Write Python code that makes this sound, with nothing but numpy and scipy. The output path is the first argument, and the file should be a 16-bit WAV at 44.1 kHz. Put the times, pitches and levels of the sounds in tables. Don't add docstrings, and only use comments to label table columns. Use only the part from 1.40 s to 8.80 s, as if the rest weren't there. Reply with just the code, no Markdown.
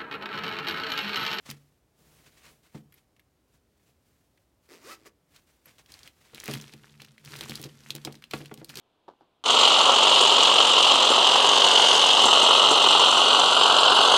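import sys
import numpy as np
from scipy import signal
from scipy.fft import rfft, irfft, next_fast_len
from scipy.io import wavfile
from scipy.ndimage import uniform_filter1d, map_coordinates

SR = 44100
rng = np.random.default_rng(int(sys.argv[2]) if len(sys.argv) > 2 else 0)


def wav_out(sig):
    wavfile.write(sys.argv[1], SR, np.round(np.clip(np.atleast_2d(sig).T, -1, 1) * 32767).astype(np.int16))


N = 326340
TIME = np.arange(N) / SR
RING_TIME = np.arange(SR // 3) / SR

# (time [s], level [dB], clack pitch [Hz], snap brightness [dB])
PEN_CLICKS = [(.0925, -36.5, 2200, -14), (0.1015, -32.5, 4830, -15), (0.1119, -36, 2560, 6.5),
              (1.054, -51, 2390, -2), (3.962, -46.5, 3700, -14), (4.3832, -49, 3160, -16),
              (4.461, -52, 3130, -8), (4.5198, -42.5, 4900, -3), (4.5403, -42.5, 4660, -25),
              (4.591, -45, 4670, -17), (4.632, -44, 4760, -19), (4.676, -40, 2940, -4),
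              (4.9468, -39, 3800, 2), (5.001, -34, 5730, -7), (5.04, -43, 2100, 11.5),
              (5.0577, -38, 5000, 5), (5.0796, -31.5, 2450, 0.5), (5.1118, -34.5, 4770, 0),
              (5.1376, -31, 3080, 3), (5.213, -38.5, 5700, -10), (5.3363, -39, 2270, -5),
              (5.6024, -41.5, 2420, -27), (5.6187, -39.5, 3180, -8), (5.648, -45, 2590, -5),
              (5.7803, -45.5, 2270, -25), (5.8494, -44, 3200, 4.5), (5.9623, -40, 3930, 2),
              (6.0093, -29, 3640, -25), (6.036, -35, 3430, -13), (6.096, -32, 4300, -6),
              (6.108, -33.5, 3410, -10), (6.155, -29, 4600, -6), (6.2155, -47.5, 3550, 14),
              (6.228, -45, 3500, 10), (6.24, -32.5, 5200, -22), (6.5052, -24.5, 3600, -35),
              (6.5517, -37.5, 4280, 9.5), (6.562, -38, 3100, -1), (6.6496, -24.5, 4330, -20),
              (6.7247, -42, 4590, -16), (6.7536, -44.5, 3820, -22), (6.823, -45, 1920, -11),
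              (6.8399, -38.5, 2890, -24), (6.9108, -32.5, 2650, -11), (6.9363, -27.5, 2580, -30),
              (7.058, -38.5, 3160, -23), (7.1409, -45.5, 3270, 10.5), (7.1756, -46.5, 3820, -10),
              (7.2456, -40.5, 4350, 6), (7.2932, -40, 4080, -3), (7.3558, -35, 4270, -1),
              (7.372, -32, 4140, -3)]
# (frequency [Hz], level [dB], t60 [s])
BARREL_MODES = [(2840, 0, 0.017), (3243, 11.5, 0.032), (4200, -26.5, 0.014), (4100, 11, 0.044),
                (4900, 4.5, 0.046), (5900, 1, 0.038)]
# (peak time [s], level [dB], rise [s], fall [s])
PEN_SHOVES = [(4.96, -51.5, .025, 0.16), (5.125, -40.5, 0.15, .115), (5.225, -53, 0.04, 0.28),
              (5.43, -62, 0.13, 0.8), (5.62, -60.5, 0.086, 0.14), (5.865, -51, 0.037, 0.47),
              (5.99, -45.5, 0.17, 0.25), (6.105, -45.5, 0.085, 0.23), (6.245, -50, 0.043, 0.096),
              (6.49, -54.5, 0.25, 0.2), (6.66, -57.5, 0.26, 0.28), (6.948, -45, 0.041, 0.16),
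              (7.178, -60, .015, 0.21), (7.3, -48, 0.017, 0.054), (7.395, -42, 0.088, 0.088)]
# (frequency [Hz], level [dB])
SCRAPE_SPECTRUM = [(180, -8), (300, -1.5), (433, 1), (584, -16.5), (814, -11.5), (915, -10), (1430, -7.5),
                   (1610, -7), (4230, -9.5), (14200, -19.5), (16000, -38.5)]
# (time [s], level [dB], contact time [ms])
LANDINGS = [(.089, -39, 6.5), (.117, -47.5, 3.5), (1.346, -35.5, 2.4), (1.361, -44.5, 3.1),
            (4.266, -58.5, 0.8), (4.933, -51.5, 1), (5.085, -33.5, 0.93), (5.095, -35.5, 1.07),
            (5.134, -33, 7), (5.161, -34, 7), (5.338, -43.5, 3.5), (5.616, -56, 0.69), (6.009, -47, 0.3),
            (6.096, -33, 3.9), (6.195, -40, 2.9), (6.25, -38, 1.8), (6.505, -45.5, 2.5), (6.548, -42, 1.9),
            (6.65, -37, 2.2), (6.672, -37, 0.72), (6.935, -33, 0.17), (7.004, -41, 1.04),
            (7.113, -41, 0.67), (7.175, -41, 4.5), (7.214, -44.5, 1.24)]
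# (frequency [Hz], level [dB], t60 [s])
TABLE_FLEX_MODES = [(144, 0, .23), (215, -5, .18)]
TABLE_THUD_MODES = [(292.5, -1.5, 0.16), (321.8, 3, 0.16), (417, 3, 0.072), (502, -2.5, 0.25)]
TABLE_RAP_MODES = [(730, -3, 0.032), (858, 7, 0.091), (1127, 10.5, 0.07), (1414, 21.5, 0.033),
                   (1690, 12, 0.044), (2050, 18, 0.032), (2450, -11, 0.028), (2610, 10.5, 0.037)]
# (peak time [s], tooth rate [Hz], level [dB], rise [s], fall [s])
ZIP_PULLS = [(3.333, 160, -54.5, 0.046, .075), (3.528, 655, -44.5, .087, .042),
             (3.668, 290, -50, .013, 0.025)]
# (frequency [Hz], width [Hz], level [dB])
TAPE_RESONANCES = [(350, 170, 2.5), (570, 200, -1), (1200, 240, 2), (1930, 300, -.5), (2470, 400, -1),
                   (3700, 1500, -10)]
POUCH_RESONANCES = [(345, 124, 5.5), (1250, 310, -9.5), (1850, 300, -8.5), (5000, 480, -17)]
# (frequency [Hz], level [dB])
RASP_SPECTRUM = [(120, -40), (300, -13), (1200, -8.5), (2400, -6), (3200, -11), (5000, -9), (9000, -15),
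                 (16000, -21)]
# (time [s], tinkle level [dB], tick level [dB])
TAB_TOUCHES = [(1.5233, -53, -57.5), (1.5409, -49, -58), (1.7644, -76, -61), (1.7953, -60, -54.5),
               (2.396, -78, -68), (2.975, -78, -63.5), (4.257, -44, -55)]
# (frequency [Hz], level [dB], t60 [s])
TAB_MODES = [(11500, 12, 0.025), (12000, 7, 0.056), (11160, 5, 0.029), (8440, -7, 0.019)]
# (peak time [s], level [dB], rise [s], fall [s])
HAND_STROKES = [(.062, -50.5, 0.015, 0.13), (.105, -47, 0.083, 0.062), (.2, -68.5, 0.09, 0.28),
                (.8, -63, 0.23, 0.54), (.864, -56.5, 0.031, 0.078), (1.085, -54, 0.31, 0.07),
                (1.243, -61.5, 0.036, 0.24), (1.352, -50.5, 0.024, 0.055), (1.58, -60.5, 0.065, 0.056),
                (2.165, -65, 0.1, 0.025), (2.486, -67, 0.18, 0.087), (2.68, -70.5, 0.11, 0.51),
                (3.025, -75, .12, .06), (3.238, -65, 0.023, 0.13), (3.91, -65, .03, 0.39),
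                (3.965, -55.5, 0.068, 0.047), (4.075, -63.5, .015, 0.26), (4.272, -53, 0.028, 0.11),
                (4.393, -54.5, 0.016, 0.058), (4.49, -55.5, 0.029, .15), (4.56, -53, 0.11, 0.11),
                (4.671, -52, 0.094, 0.045), (4.85, -60, 0.26, 0.32)]
# (time [s], level [dB])
PALM_GLIDE = [(.55, -86), (.59, -71), (.75, -69.5), (1.05, -95), (1.11, -66.5), (1.2, -83)]
# (frequency [Hz], level [dB])
THREAD_SPECTRUM = [(120, -37), (220, -6), (600, -3.5), (1200, 0.5), (2200, 2.5), (4500, -2.5), (8000, -6),
                   (16000, -21)]
SKIN_SPECTRUM = [(300, 0), (1500, -2), (4000, -2), (8500, -3.5), (16000, -5.5)]
# (frequency [Hz], t60 [s])
ROOM_DECAY = [(150, 0.43), (1000, 0.24), (5000, 0.093), (15000, 0.083)]
# (frequency [Hz], level [dB])
AIR_SPECTRUM = [(15, -52), (25, -19), (59, 1), (185, -7), (229, -8), (285, -7), (677, -14.5), (818, -17),
                (1610, -23), (16000, -33)]

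TOUCHDOWN_S = 5.085
THUD_HZ, RAP_HZ = 350, 1390
ZIP_START_S, ZIP_END_S = 3.29, 3.695
CRAWL_HZ, CRAWL_DB = 100.8, -66.5
STEADY_FROM_HZ, STEADY_AT_HZ = 150, 355
TOP_HZ = 16300


def pen_clicks(clack_db=-4, chatter_db=-3.5, snap_db=-5, barrel_db=-14, damping=.56):
    out = np.zeros(N)
    for s, db, hz, bright_db in PEN_CLICKS + pen_jostles():
        envelope = np.exp(-RING_TIME / .00058) * (1 - np.exp(-RING_TIME / .000062))
        clack = np.sin(2 * np.pi * hz * RING_TIME) * envelope
        rattle = puff(life=.0022) + .25 * puff(life=.009)
        chatter = highpass(resonate(rattle, [(hz, damping * hz, 0)]), edge_hz=800)
        snap = highpass(puff(life=.0016), edge_hz=4500)
        barrel = ring(BARREL_MODES, scatter_db=3, attack=.0003)
        parts = [(clack_db, clack), (chatter_db, chatter),
                 (bright_db + snap_db, snap), (barrel_db, barrel)]
        add(out, s, sum(amp(db + part_db) * burst(part, span=.0013) for part_db, part in parts))
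    return out


def pen_jostles(over_db=2, spread_db=3, clack_hz=3600, bright_db=-3, still_db=-55, count=230):
    chance = rng.random((count, 4))
    s = (np.arange(count) + chance[:, 0]) / count * N / SR
    size, pitch, edge = (2 * chance[:, 1:] - 1).T
    slide_db = 20 * np.log10(np.interp(s, TIME, swells(PEN_SHOVES)))
    db = slide_db + over_db + spread_db * size
    rows = np.column_stack([s, db, clack_hz * np.exp(.45 * pitch), bright_db + 8 * edge])
    return list(rows[db > still_db])


def pen_slide(scrape_db=-2, tick_db=-2, tick_hz=3700, rumble_db=-8, rumble_growth=.61, count=750):
    level_db = 20 * np.log10(swells(PEN_SHOVES))
    scrape = coloured(grains(rate=6000, spread_db=4), SCRAPE_SPECTRUM) * amp(1.8 * wobble(rate=90))
    ticks, t = np.zeros(N), RING_TIME[:SR // 100]
    for s, (pitch, size) in zip(rng.uniform(0, N / SR, count), rng.standard_normal((count, 2))):
        hz = min(tick_hz * np.exp(.4 * pitch), TOP_HZ)
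        tick = np.sin(2 * np.pi * hz * t) * np.exp(-t * hz / 1.1)
        add(ticks, s, amp(3.5 * min(size, 2)) * tick)
    friction = amp(level_db) * (amp(scrape_db) * scrape + amp(tick_db) * unit(ticks))
    judder = grains(rate=300, spread_db=3)
    rumble = unit(signal.fftconvolve(judder, ring(TABLE_FLEX_MODES, scatter_db=1, attack=.001))[:N])
    table_db = level_db.max() + rumble_growth * (level_db - level_db.max()) + rumble_db
    on_table = np.clip((TIME - TOUCHDOWN_S) / .01, 0, 1)
    return friction + amp(table_db) * rumble * on_table


def table_knocks(thud_db=-3.5, rap_db=-2, ring_db=-4):
    out = np.zeros(N)
    for s, db, contact_ms in LANDINGS:
        contact_cycles = np.array([THUD_HZ, RAP_HZ]) * contact_ms / 1000
        firm, hard = 1 / (1 + contact_cycles ** 3)
        flex = burst(ring(TABLE_FLEX_MODES, scatter_db=1, attack=.002), span=.004)
        weight = resonate(puff(life=.02), [(70, 50, -6), (190, 140, 0)])
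        push = burst(resonate(weight, [(150, 500, 0)]), span=.004)
        boom = .65 * flex + .3 * push
        bump_band = [(340, 400, 0)]
        bump = burst(resonate(resonate(puff(life=.016), bump_band), bump_band), span=.0068)
        thud_ring = burst(ring(TABLE_THUD_MODES, scatter_db=1, attack=.00055), span=.015)
        thud = amp(ring_db) * thud_ring + bump
        rap = burst(ring(TABLE_RAP_MODES, scatter_db=3, attack=.0006), span=.008)
        crack = burst(resonate(puff(life=.0063), [(730, 270, -3.5), (2510, 980, -11.5)]), span=.013)
        add(out, s, amp(db) * (boom + firm * amp(thud_db) * thud + hard * amp(rap_db) * (rap + crack)))
    return out


def zipper(rasp_db=-3, hollow_db=-1, whine_db=-1, growth=1.38, slack=2, harmonics=7):
    gate = during([(ZIP_START_S,), (ZIP_END_S,)], fade=.008)
    moving = gate > 0
    t = TIME[moving]
    rate, taut_rate, level = CRAWL_HZ, CRAWL_HZ, amp(CRAWL_DB)
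    for s, top_hz, db, rise, fall in ZIP_PULLS:
        effort = np.exp(-((t - s) / np.where(t < s, rise, fall)) ** 2)
        tension = np.where(t < s, 1, effort ** slack)
        rate = rate + (top_hz - CRAWL_HZ) * effort
        taut_rate = taut_rate + (top_hz - CRAWL_HZ) * effort * tension ** 6
        level = level + amp(db) * effort ** growth * tension
    in_step = np.interp(taut_rate, [STEADY_FROM_HZ, STEADY_AT_HZ], [0, 1])
    teeth_passed = np.cumsum(rate * (1 + .01 * wobble(rate=120)[moving])) / SR
    whine = np.zeros(len(t))
    for k in range(1, harmonics + 1):
        tape_gain = np.abs(response(TAPE_RESONANCES, k * rate)) ** 2
        whine += tape_gain / np.sqrt(k) * np.sin(2 * np.pi * (k * teeth_passed + rng.random()))
    contact = .25 + np.exp(-5 * (teeth_passed % 1))
    rasp = coloured(contact * rng.standard_normal(len(t)), RASP_SPECTRUM)
    hollow = unit(resonate(contact * rng.standard_normal(len(t)), POUCH_RESONANCES))
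    slow = np.clip(170 / rate, 0, 1)
    voice = amp(whine_db) * in_step * whine + amp(rasp_db) * rasp + amp(hollow_db) * slow * hollow
    out = np.zeros(N)
    out[moving] = level * voice
    return out * gate


def pull_tab(tinkle_trim_db=-7, tick_trim_db=-1, tick_hz=2150, tick_width_hz=900):
    out = np.zeros(N)
    for s, tinkle_db, tick_db in TAB_TOUCHES:
        tinkle = burst(ring(TAB_MODES, scatter_db=2, attack=.0004), span=.003)
        tap = resonate(puff(life=.005), [(tick_hz, tick_width_hz, 0)])
        tick = burst(highpass(tap, edge_hz=900), span=.0013)
        add(out, s, amp(tinkle_db + tinkle_trim_db) * tinkle + amp(tick_db + tick_trim_db) * tick)
    return out


def fabric_rub(rub_db=-1, glide_db=-65, body_db=-10.5, drag_db=3):
    rub = swells(HAND_STROKES) * amp(1.8 * wobble(rate=90))
    palms = amp(np.interp(TIME, *np.transpose(PALM_GLIDE))) * during(PALM_GLIDE)
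    threads = coloured(grains(rate=7000, spread_db=3.5), THREAD_SPECTRUM)
    hiss = coloured(rng.standard_normal(N), SKIN_SPECTRUM)
    body = unit(resonate(rng.standard_normal(N), [(64.6, 47, -4.5), (151, 24, -.5), (277, 250, -11.5)]))
    grip = rub / (rub + amp(glide_db))
    rustle = amp(rub_db) * grip * rub * threads
    glide = (palms + (1 - grip) * rub) * hiss
    rumble = (amp(body_db) * rub + amp(drag_db) * palms) * body
    return rustle + glide + rumble


def room_echo(x, delay_s=.005):
    hz, t, noise = signal.stft(rng.standard_normal(SR // 2), SR, nperseg=256)
    decay = np.exp(-np.log(1000) * t / along(ROOM_DECAY, hz)[:, None])
    _, tail = signal.istft(noise * decay, SR, nperseg=256)
    delayed = np.pad(x, (int(delay_s * SR), 0))
    return signal.fftconvolve(delayed, tail / np.linalg.norm(tail))[:N]


def room_tone():
    return coloured(rng.standard_normal(N), AIR_SPECTRUM)


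def amp(db):
    return 10 ** (np.asarray(db) / 20)


def unit(x):
    return x / np.sqrt(np.mean(x ** 2) + 1e-20)


def burst(x, span):
    power = uniform_filter1d(x ** 2, max(int(span * SR), 1), mode="constant")
    return x / np.sqrt(power.max())


def along(points, hz):
    f, values = np.transpose(points)
    return np.interp(np.log(hz + 1), np.log(f + 1), values)


def during(rows, fade=.02):
    opening = np.clip((TIME - rows[0][0]) / fade + 1, 0, 1)
    closing = np.clip((rows[-1][0] - TIME) / fade + 1, 0, 1)
    return opening * closing


def swells(rows, points=3700):
    t = np.linspace(0, N / SR, points)
    power = sum(amp(db) ** 2 * 10 ** (-2 * np.maximum((s - t) / rise, (t - s) / fall))
                for s, db, rise, fall in rows)
    return np.interp(TIME, t, np.sqrt(power + 1e-14))


def wobble(rate):
    return map_coordinates(rng.standard_normal(int(N * rate / SR) + 4), [TIME * rate])


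def filtered(x, gain):
    size = next_fast_len(len(x) + 8192)
    return irfft(rfft(x, size) * gain(np.fft.rfftfreq(size, 1 / SR)), size)[:len(x)]


def coloured(x, spectrum):
    return unit(filtered(x, lambda hz: amp(along(spectrum, hz))))


def response(peaks, hz):
    return sum((-1) ** k * amp(db) * 1j * hz * width / (centre ** 2 - hz ** 2 + 1j * hz * width)
               for k, (centre, width, db) in enumerate(peaks))


def resonate(x, peaks):
    return filtered(x, lambda hz: response(peaks, hz))


def highpass(x, edge_hz, order=2):
    return signal.sosfilt(signal.butter(order, edge_hz, "high", fs=SR, output="sos"), x)


def ring(modes, scatter_db, attack):
    hz, db, t60 = np.transpose(modes)[:, :, None]
    gain = amp(db + scatter_db * rng.standard_normal(hz.shape)) * rng.choice([-1, 1], hz.shape)
    waves = gain * np.exp(-np.log(1000) * RING_TIME / t60) * np.sin(2 * np.pi * hz * RING_TIME)
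    return waves.sum(0) * (1 - np.exp(-RING_TIME / attack))


def puff(life):
    return rng.standard_normal(len(RING_TIME)) * np.exp(-RING_TIME / life)


def grains(rate, spread_db):
    size = amp(spread_db * np.clip(rng.standard_normal(N), -2, 2))
    return unit((rng.random(N) < rate / SR) * size * rng.choice([-1, 1], N))


def add(track, s, sound):
    part = track[max(round(s * SR), 0):][:len(sound)]
    part += sound[:len(part)]


def scene(echo_db=-15, air_db=-70):
    direct = zipper() + fabric_rub() + pen_slide() + table_knocks() + pull_tab() + pen_clicks()
    air = amp(air_db) * room_tone()
    return (direct + amp(echo_db) * room_echo(direct) + air)[None]


def record(dry):
    low_cut = highpass(dry[0], edge_hz=40, order=6)
    return filtered(low_cut, lambda hz: hz < TOP_HZ)[None]


dry = scene()
out = record(dry)
wav_out(out)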